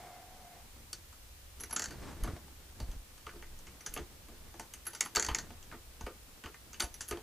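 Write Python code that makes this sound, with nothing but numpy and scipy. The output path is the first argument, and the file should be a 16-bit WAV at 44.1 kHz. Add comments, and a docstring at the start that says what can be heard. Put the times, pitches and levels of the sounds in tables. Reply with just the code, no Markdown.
"""A hand-worked turret press on a wooden bench in a small, furnished room.
From the start, bench rumble, hiss and the sliding ram's groan lie below; a hollow rub fades out by 0.7 s.
A lone knock at 0.9 s leads to a busy run from 1.6 s: noise-struck resonances, thin parts ringing on as beating
sine pairs, a loose part bouncing, then the ram's drag and damped low swings as the bench jolts the stand.
Sparser knocks follow, then hard clusters near 5 s, with more bounces, and near 6.8 s. Delays give the room."""
import sys
import numpy as np
from scipy import signal
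from scipy.fft import rfft, irfft, next_fast_len
from scipy.io import wavfile
from scipy.ndimage import uniform_filter1d

SR = 44100
rng = np.random.default_rng(int(sys.argv[2]) if len(sys.argv) > 2 else 0)


def master_out(mix):
    """Clip the mix to full scale and print it as 16-bit PCM to the path in sys.argv[1]."""
    frames = np.transpose(np.atleast_2d(mix))
    ceiling = np.clip(frames, -1, 1)
    pcm = np.round(ceiling * 32767).astype(np.int16)
    wavfile.write(sys.argv[1], SR, pcm)


N = 318621

# Lever and ram in motion, before the bed trims: start_s, rumble_db, drag_db
MOTION = [(0, -63, -66), (.74, -58.5, -64.5), (1.3, -57.5, -70.5), (1.6, -55, -67), (1.83, -56, -62),
          (1.95, -49, -51), (2.09, -52, -47), (2.2, -46, -53.5), (2.28, -54, -49.5), (2.35, -59, -54),
          (2.41, -55, -63.5), (2.67, -58, -64.5), (2.88, -46.5, -58), (3.06, -60, -69), (3.5, -52, -66),
          (3.68, -59, -60), (3.86, -65, -63.5), (4.0, -51, -53.5), (4.1, -59, -65.5), (4.5, -55, -62.5),
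          (4.93, -64, -68), (5.13, -65, -62), (5.23, -52, -65), (5.4, -50, -52), (5.52, -52, -64),
          (6.39, -62, -67), (7.06, -55, -63), (7.22, -52, -63)]
# Noise colours, relative before scaling to rms 1: pitch_hz, level_db_per_hz
RUMBLE_COLOUR = [(11, -44), (18, 14), (32, -0.5), (65, 9.5), (125, -10.5), (177, -33), (200, -20.5),
                 (260, -67), (440, -120)]
GROAN_COLOUR = [(65, -35), (110, 2.5), (269, -2.5), (345, -3.5), (384, -6.5), (433, -6), (600, -14.5),
                (780, -51), (1320, -120)]
SLIDE_COLOUR = [(450, -3), (650, -4), (800, -2), (1400, -5.5), (2000, -9), (3100, -15), (5000, -16.5),
                (9000, -19.5), (15000, -52)]
HISS_COLOUR = [(59, -38), (100, -2.5), (140, -46), (342, -21.5), (414, -22.5), (512, -16.5), (674, -19.5),
               (2030, -21), (2680, -20), (15900, -23.5)]
# How alike left and right hiss are: pitch_hz, likeness (0 to 1)
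HISS_LIKENESS = [(60, 0.82), (130, 0.22), (290, 0.073), (640, 0.039), (1400, 0.022), (3000, 0.014)]
# The bench jolts the stand: start_s, swing_db (before damping), swing_hz
JOLTS = [(1.967, -40, 108), (2.169, -53, 37.7), (2.227, -23, 45), (2.287, -29.5, 79.5), (2.334, -31.5, 80),
         (2.812, -33.5, 102), (2.826, -29, 58), (2.888, -31, 37.8), (2.964, -34.5, 37), (3.27, -46, 70.0),
         (3.892, -40.5, 35.0), (3.941, -41, 26.9), (4.006, -36, 60.5), (5.172, -36, 69), (5.285, -35, 80),
         (5.313, -28.5, 56.5), (5.72, -46, 71.6), (6.014, -37, 70.4), (6.039, -32, 52), (6.456, -39, 72),
         (6.839, -32.5, 55), (7.13, -35, 72)]
# Loudness curve of a hollow rub close by: start_s, level_db
RUB_LEVEL = [(0.0, -53), (0.134, -55.5), (0.224, -57), (0.236, -60), (0.546, -60.5), (0.612, -62.5),
             (0.688, -89), (0.7, -75)]
# Resonances of the rubbed cavity, relative levels: pitch_hz, width_hz, level_db
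HOLLOW_MODES = [(734, 43, 3), (710, 37, -9), (1460, 46, -33), (2110, 90, -10), (3100, 130, -20)]
# Metal contacts, part levels before trims: start_s, turret_db, frame_low_db, frame_high_db, edge_db,
# rattle_db (against the chatter), favoured_low_hz, favoured_middle_hz, favoured_high_hz
CONTACTS = [(0.9292, -24, -56, -48, -42.5, -19.5, 342, 1420, 4600),
            (1.1262, -55, -71, -59, -71, -13, 760, 1220, 7490),
            (1.5992, -43, -69, -57, -65, -9.5, 203, 1240, 11200),
            (1.6063, -37, -57, -54.5, -53, -16, 423, 1980, 11300),
            (1.6348, -35, -50.5, -44, -61, -18.5, 433, 1720, 5940),
            (1.6953, -49, -58, -56, -66, -14, 202, 869, 6640),
            (1.708, -39, -55, -47, -63, -14, 727, 1460, 5900),
            (1.727, -36, -48.5, -43, -56, -12.5, 750, 1100, 11200),
            (1.7616, -19, -44.5, -35, -56, -17.5, 240, 1470, 7340),
            (1.8837, -42, -60, -57, -68, -15, 361, 1670, 4530),
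            (1.9065, -45.5, -56, -52, -64, -7, 248, 1680, 4600),
            (2.2353, -33.5, -49, -46, -50, -15, 202, 1150, 11300),
            (2.2424, -58, -40, -46.5, -64, -13.5, 275, 921, 2840),
            (2.2746, -68, -39, -41.5, -65, -15.5, 220, 1290, 2910),
            (2.364, -51, -45.5, -50.5, -71, -24, 220, 856, 4030),
            (2.4794, -61, -62, -56, -70, -19, 420, 939, 7260),
            (2.8005, -36.5, -45, -47, -57, -15, 250, 940, 4370),
            (2.8277, -67, -68, -62, -73, -23, 285, 886, 8860),
            (2.9139, -46.5, -69, -61.5, -68, -12, 234, 915, 3070),
            (3.1776, -48, -75, -59, -70, -15, 202, 1150, 2750),
            (3.2657, -44.5, -50, -42.5, -72, -15.5, 414, 1200, 2740),
            (3.291, -53, -67, -47.5, -72, -14, 237, 1450, 2830),
            (3.3347, -58, -50, -59, -70, -13.5, 333, 1100, 3840),
            (3.3576, -59, -56, -60, -71, -12, 240, 1160, 3930),
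            (3.4233, -52, -59, -50.5, -69, -12.5, 407, 1840, 2930),
            (3.5882, -50, -70, -66, -60, -16, 296, 918, 6330),
            (3.668, -51, -62, -53.5, -72, -10, 358, 2330, 6510),
            (3.8058, -48.5, -66, -54, -69, -13, 275, 2200, 5850),
            (3.8616, -29.5, -56, -43.5, -60, -13, 433, 1540, 6240),
            (3.9384, -33, -61, -56, -46.5, -16.5, 428, 2570, 11500),
            (3.9631, -47, -37, -36.5, -66, -20.5, 380, 1080, 2870),
            (3.9736, -33.5, -38.5, -39, -66, -20.5, 340, 1060, 2980),
            (4.2841, -59, -55.5, -59, -66, -10, 236, 1050, 2870),
            (4.3174, -60, -54, -63, -72, -15, 433, 1670, 7080),
            (4.5397, -53, -51.5, -50.5, -72, -15, 334, 920, 6260),
            (4.5955, -39.5, -48, -42.5, -50.5, -13, 242, 830, 6500),
            (4.7365, -37, -63, -49.5, -48.5, -16, 441, 2220, 6950),
            (4.8534, -47, -73, -56, -58, -11, 258, 1930, 11100),
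            (4.8663, -35.5, -57, -44.5, -50, -10.5, 340, 1530, 11300),
            (4.9321, -40, -61, -52, -67, -10.5, 455, 875, 10700),
            (4.9484, -36.5, -65, -51, -66, -11, 417, 1520, 6300),
            (5.0071, -15, -50, -31, -51, -19.5, 430, 1890, 7160),
            (5.0264, -44, -51, -52, -66, -14.5, 258, 2070, 6890),
            (5.0494, -38, -61, -54, -60, -12, 689, 937, 11300),
            (5.0588, -35.5, -63, -40, -54, -16, 345, 1150, 11400),
            (5.1496, -26, -50, -40, -52, -13, 420, 1430, 8810),
            (5.1584, -16.5, -48, -36, -51, -14, 455, 2050, 7300),
            (5.1664, -20.5, -35, -27, -52, -15.5, 440, 1270, 4550),
            (5.2854, -30, -42.5, -33, -55, -12, 242, 920, 2940),
            (5.3125, -46, -47, -40, -58, -19, 417, 1150, 4590),
            (5.3467, -18, -49, -31.5, -63, -20, 431, 1970, 7540),
            (5.5045, -47.5, -47, -50, -76, -18.5, 245, 900, 3400),
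            (5.6264, -44.5, -67, -68, -77, -11.5, 420, 921, 3200),
            (5.7132, -63, -56, -48, -71, -17, 439, 1540, 2730),
            (5.7231, -68, -47.5, -45, -71, -14, 266, 1190, 3140),
            (5.7419, -64, -52, -48, -69, -24, 248, 1110, 2880),
            (6.0087, -43.5, -48.5, -46, -64, -15, 234, 896, 6530),
            (6.0643, -44.5, -39.5, -40, -60, -14.5, 507, 1150, 2800),
            (6.4372, -44, -51, -46, -68, -11, 253, 1590, 3060),
            (6.4587, -43, -49, -43.5, -74, -15.5, 431, 1150, 2770),
            (6.542, -53, -66, -48, -70, -18, 406, 1900, 6230),
            (6.7307, -40.5, -66, -52.5, -65, -18, 571, 1390, 7060),
            (6.7416, -41, -65, -52, -76, -14, 420, 2600, 2820),
            (6.7978, -35, -48, -39.5, -47, -13.5, 328, 2600, 9400),
            (6.8023, -18, -45, -34, -42, -15.5, 353, 1460, 4100),
            (6.8199, -28.5, -41, -37.5, -50, -16, 700, 945, 8930),
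            (6.8396, -35, -54, -52, -58, -9, 229, 947, 11100),
            (6.9416, -41, -68, -56, -59, -17, 253, 2140, 5940),
            (7.007, -31, -61, -46.5, -53, -11, 229, 1660, 6340),
            (7.08, -40, -69, -63, -59, -13, 202, 1560, 11000),
            (7.0854, -37, -64, -57, -53, -9, 331, 1600, 11200),
            (7.1099, -27.5, -34, -35.5, -49, -19, 385, 1180, 9200),
            (7.1226, -46, -37.5, -36.5, -66, -18, 368, 1190, 2880),
            (7.1705, -45.5, -49, -46, -69, -16.5, 423, 960, 3050)]
# Damped resonances of the heavy parts, relative levels: pitch_hz, level_db, t60_s
TURRET_MODES = [(5720, -5, 0.0006), (5923, -3.5, 0.0033), (6218, -1, 0.0041), (6503, -3.5, 0.0032),
                (6573, -12.5, 0.012), (7560, -11, 0.0031), (7565, -7.5, 0.0032), (7460, -3.5, 0.0027),
                (7610, -12, 0.0038)]
FRAME_LOW_MODES = [(246, 3, 0.046), (345.8, 2, 0.13), (427.3, 3, 0.098), (512, -2, 0.06), (585, 0.5, 0.025),
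                   (730, -1.5, 0.08)]
FRAME_HIGH_MODES = [(882, -2.5, 0.022), (1225, -2, 0.02), (1475, -2, 0.017), (1812, 1.5, 0.0095),
                    (1953, 3, 0.0081), (2335, -1.5, 0.0032)]
HOLDER_MODES = [(2760, -5.5, 0.0045), (3240, -5, 0.0063), (3750, -4, 0.0028), (4190, -4.5, 0.0028),
                (4542, -4, 0.014)]
EDGE_MODES = [(8540, -2, 0.0026), (9780, -1.5, 0.001), (11150, -2.5, 0.0022), (12700, -20, 0.00014),
              (13900, -9, 0.00038)]
# Blows on thin parts left ringing: start_s, then level_db of each mode before the ping trim
ROD_BLOWS = [(1.5984, -45, -49, -48), (1.6064, -36, -46, -45), (1.6347, -38, -41, -51),
             (1.7268, -27, -38, -38), (1.7594, -37, -46, -54), (3.8087, -57, -47, -63.5),
             (3.9393, -42, -54, -39), (4.8678, -27.5, -46, -35), (5.007, -35, -43, -50),
             (5.05, -39, -63, -46), (5.1694, -41, -41, -55), (5.3496, -42.5, -37, -53),
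             (6.804, -48, -50, -50), (6.8345, -37.5, -41, -54), (6.941, -42, -40, -53),
             (7.086, -44, -53, -55)]
PIN_BLOWS = [(1.7065, -39, -50), (3.8641, -38.5, -40), (4.9337, -44, -56), (4.9496, -39, -52),
             (7.011, -35.5, -56)]
CASE_BLOWS = [(1.7614, -50, -35), (4.7386, -46, -59), (5.1652, -44, -22), (6.8037, -37, -37),
              (6.8234, -27, -52), (6.8384, -50, -50)]
# Modes of the thin parts: pitch_hz, free_t60_s (before seat damping)
ROD_MODES = [(11145, 0.2), (5870, 0.15), (11370, 0.04)]
PIN_MODES = [(10720, .1), (5960, .08)]
CASE_MODES = [(8900, 0.065), (4545, 0.05)]
# A loose part bounces to rest: start_s, first_gap_s, turret_db, loss_db (per bounce)
BOUNCES = [(1.7944, .0256, -23.5, 2.5), (5.196, .0281, -20.5, 2.5), (5.3849, 0.024, -25.5, 27)]

RUMBLE_TRIM_DB, HISS_DB, RUB_SCRAPE_DB = 0.5, -58, -6.5   # scrape is set against the rub's resonances
SLIDE_DB, SLIDE_FOLLOWS = -59.5, 1   # slide level at a drag of -55 dB, and its share of the drag's swing
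ROOM_T60_S, WALL_CUT_HZ, ROOM_DB = 0.12, 4750, -8
HOLDER_SHARE, HOLDER_DB, EDGE_DB = 0.59, -2, 9   # the holder lies between turret and frame
CHATTER_T60_S, BOUNCE_RATTLE_DB = 0.013, -18.5
BOUNCE_HOLDER_DB = -3.5   # bounces reach the holder less
BOUNCE_LOW_DB, BOUNCE_HIGH_DB, BOUNCE_EDGE_DB = -20, -13, -38   # against the turret
BOUNCE_FAVOURED_HZ = (1700, 4600, 6860)
BOUNCE_ROD_DB, BOUNCE_CASE_DB = (-20, -27, -40), (-40, -10)   # each mode against the turret
REBOUND = 0.79   # each gap over the one before
SEAT_DAMPING = 0.55   # share of the free ringing time left to parts in their seats
CUTOFF_HZ = 16100


def from_db(db):
    """Decibels to gain."""
    return 10 ** (np.asarray(db) / 20)


def rms_one(x):
    """Scale to rms 1."""
    return x / np.sqrt(np.mean(x ** 2) + 1e-20)


def in_time(rows):
    """Draw each column of a curve as one value a sample."""
    start_s, *columns = np.transpose(rows)
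    return [np.interp(np.arange(N) / SR, start_s, column) for column in columns]


def at_hz(points, hz):
    """Read a curve on a log-frequency axis."""
    pitch_hz, value = np.array(points).T
    return np.interp(np.log(hz), np.log(pitch_hz), value)


def ring(drive, hz, t60):
    """A two-pole resonator: a unit click starts a dying sine of height 1."""
    decay = from_db(-60 / (t60 * SR))
    turn = 2 * np.pi * hz / SR
    return signal.lfilter([0, np.sin(turn)], [1, -2 * decay * np.cos(turn), decay ** 2], drive + 1e-18)


def coloured(spectrum, likeness):
    """Stereo noise of the given colour and left-right likeness, at rms 1."""
    size = next_fast_len(N)
    hz = np.maximum(np.fft.rfftfreq(size, 1 / SR), 1)
    inside = (hz > spectrum[0][0]) & (hz < spectrum[-1][0])
    alike = np.clip(at_hz(likeness, hz), 0, 1)
    mid, side = rfft(rng.standard_normal((2, size)))
    both = np.sqrt(1 + alike) * mid + np.sqrt(1 - alike) * side * [[1], [-1]]
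    shaped = both * from_db(at_hz(spectrum, hz)) * inside
    return rms_one(irfft(shaped, size)[:, :N])


def add(track, s, piece):
    """Mix a piece into a track at time s."""
    i = round(s * SR)
    track[i:i + len(piece)] += piece[:len(track) - i]


def bench_rumble(rumble_db):
    """Low noise swells in the bench as lever and ram move."""
    return from_db(rumble_db) * coloured(RUMBLE_COLOUR, [(25, 0.93), (60, 1.0), (200, 0.91)])


def slide(drag_db, groan_grain_db=2.5, slide_grain_db=2.0):
    """The greased ram drags unevenly in its bore and the frame groans with it."""
    uneven = rms_one(signal.lfilter([1], [1, -0.9985], rng.standard_normal(N)))
    groan = coloured(GROAN_COLOUR, [(200, 0.78), (500, 0.64)])
    groan_db = drag_db + groan_grain_db * uneven
    grease = coloured(SLIDE_COLOUR, [(500, 1.0), (3000, 1.0)])
    slide_db = SLIDE_DB + SLIDE_FOLLOWS * (drag_db + 55) + slide_grain_db * uneven
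    return from_db(groan_db) * groan + from_db(slide_db) * grease


def microphone_hiss():
    """Steady noise, less alike between the sides as pitch rises."""
    return from_db(HISS_DB) * coloured(HISS_COLOUR, HISS_LIKENESS)


def rub(steadiness=0.45, smooth_s=0.061):
    """Friction noise excites a narrow cavity; an even stroke keeps the loudness from flickering."""
    noise = rng.standard_normal(N)
    cavity = np.zeros(N)
    for hz, width_hz, db in HOLLOW_MODES:
        t60 = np.log(1000) / (np.pi * width_hz)
        cavity += from_db(db) * rms_one(ring(noise, hz, t60))
    power = uniform_filter1d(cavity ** 2, round(smooth_s * SR))
    cavity = rms_one(cavity / power ** (steadiness / 2))
    scrape = from_db(RUB_SCRAPE_DB) * coloured(SLIDE_COLOUR, [(500, 1), (3000, 1)])[0]
    level_db, = in_time(RUB_LEVEL)
    rubbing = np.arange(N) < RUB_LEVEL[-1][0] * SR
    return from_db(level_db) * (cavity + scrape) * rubbing


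def room(near):
    """Six feedback delays a side stand for wall reflections, duller on every round."""
    size = next_fast_len(N + SR)
    one_sample = np.exp(-2j * np.pi * np.fft.rfftfreq(size))
    dull = np.exp(-2 * np.pi * WALL_CUT_HZ / SR)
    wall = (1 - dull) / (1 - dull * one_sample)
    sides = np.zeros((2, len(one_sample)), complex)
    lags = (rng.uniform(0.006, 0.022, 12) * SR).astype(int)
    for k, lag in enumerate(lags):
        loop = from_db(-60 * lag / SR / ROOM_T60_S) * wall * one_sample ** lag
        sides[k % 2] += loop / (1 - loop) * (-1) ** (k // 2)
    shared = sides.mean(axis=0)
    narrow = shared + 0.043 * (sides - shared)   # the two microphone ports sit close together
    return irfft(rfft(near, size) * narrow, size)[:, :N]


def press(hops, spread_db=1.0, focus_db=8, focus_octaves=0.29, rise_s=0.0006, rise_cycles=0.41,
          rattle_t60=0.15, first_db=15):
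    """Each contact is a dying chatter of micro-blows, then a fainter rattle of loose play, ringing every part."""
    hop_rows = [(s, db, db + BOUNCE_LOW_DB, db + BOUNCE_HIGH_DB, db + BOUNCE_EDGE_DB,
                 BOUNCE_RATTLE_DB, *BOUNCE_FAVOURED_HZ) for s, db in hops]
    rows = np.array(CONTACTS + hop_rows)
    turret, low, high, edge = rows[:, 1:5].T
    hop_trim_db = np.r_[np.zeros(len(CONTACTS)), np.full(len(hops), BOUNCE_HOLDER_DB)]
    holder = HOLDER_DB + hop_trim_db + HOLDER_SHARE * turret + (1 - HOLDER_SHARE) * high
    parts = [(TURRET_MODES, turret), (FRAME_LOW_MODES, low), (FRAME_HIGH_MODES, high),
             (HOLDER_MODES, holder), (EDGE_MODES, edge + EDGE_DB)]
    t = np.arange(SR // 8) / SR
    rattle = from_db(rows[:, 5:6] - 60 * t / rattle_t60)
    dying = from_db(-60 * t / CHATTER_T60_S) + rattle
    out = np.zeros(N)
    for modes, part_db in parts:
        # heavy parts are slower to start
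        shape = (1 - np.exp(-t / (rise_s + rise_cycles / modes[0][0]))) * dying
        blows = shape * rng.standard_normal(shape.shape)
        # a clean first blow, clearer in hard contacts
        blows[:, np.argmax(shape[0])] += from_db(first_db + 0.35 * turret)
        chatter = np.diff(blows, prepend=0)   # thins the sound far below each mode
        luck_db = spread_db * rng.standard_normal((len(rows), len(modes)))
        for k, (hz, mode_db, t60) in enumerate(modes):
            rung = ring(chatter, hz, t60) * (-1) ** k
            # the mode takes the blow's energy
            energy_ratio = np.sum(shape ** 2, axis=1) / np.sum(rung ** 2, axis=1)
            rung *= np.sqrt(energy_ratio)[:, None]
            # the point of contact favours modes near three pitches
            octaves = np.log2(hz / rows[:, 6:])
            favour_db = focus_db * np.exp(-(octaves / focus_octaves) ** 2).max(axis=1)
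            levels_db = part_db + luck_db[:, k] + favour_db + mode_db
            for s, piece, db in zip(rows[:, 0], rung, levels_db):
                add(out, s, piece * from_db(db))
    return out


def pings(blows, modes, trim_db=-4, rise_s=0.00036, split=0.0046, twin_db=-7):
    """Each mode of a thin round part is a close pair that beats as it dies."""
    t = np.arange(SR // 4) / SR
    out = np.zeros(N)
    luck = rng.uniform(-1, 1, (len(blows), len(modes), 2))
    for (s, *levels_db), draws in zip(blows, luck):
        for (hz, free_t60), db, (start, apart) in zip(modes, levels_db, draws):
            twin_hz = hz * (1 + split * (1 + apart / 2))
            twin = from_db(twin_db) * np.sin(2 * np.pi * twin_hz * t + np.pi * start)
            pair = np.sin(2 * np.pi * hz * t) + twin
            fade = from_db(db + trim_db - 60 * t / (free_t60 * SEAT_DAMPING))
            add(out, s, pair * (1 - np.exp(-t / rise_s)) * fade)
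    return out


def bounces(count=4):
    """A loose part loses energy at each landing: gaps shrink, blows weaken (start_s, turret_db)."""
    hops = []
    for s, gap, db, loss in BOUNCES:
        for j in range(count):
            elapsed = gap * (1 - REBOUND ** j) / (1 - REBOUND)
            hops.append((s + elapsed, db - loss * j))
    return hops


def bounce_pings(hops, shares_db):
    """Each bounce also sets the modes of a thin part ringing."""
    return [(s, *(db + np.array(shares_db))) for s, db in hops]


def stand_jolts(turns=2.1):
    """Jolts from the bench swing the stand, losing 20 dB every few turns."""
    out = np.zeros(N)
    for s, db, hz in JOLTS:
        phase = np.arange(SR // 5) / SR * hz
        add(out, s, from_db(db - 20 * phase / turns) * np.sin(2 * np.pi * phase))
    return out


def scene():
    """Layer the beds and jolts under the close sounds and their room."""
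    rumble_db, drag_db = in_time(MOTION)
    beds = bench_rumble(rumble_db + RUMBLE_TRIM_DB) + slide(drag_db) + microphone_hiss()
    hops = bounces()
    rod = pings(ROD_BLOWS + bounce_pings(hops, BOUNCE_ROD_DB), ROD_MODES)
    pin = pings(PIN_BLOWS, PIN_MODES)
    case = pings(CASE_BLOWS + bounce_pings(hops, BOUNCE_CASE_DB), CASE_MODES)
    near = rub() + press(hops) + rod + pin + case
    return near + from_db(ROOM_DB) * room(near) + beds + stand_jolts()


def record(dry):
    """A steep low-pass cuts the top, 80 dB down from the cutoff up."""
    return signal.sosfilt(signal.cheby2(16, 80, CUTOFF_HZ, fs=SR, output="sos"), dry)


dry = scene()
out = record(dry)
master_out(out)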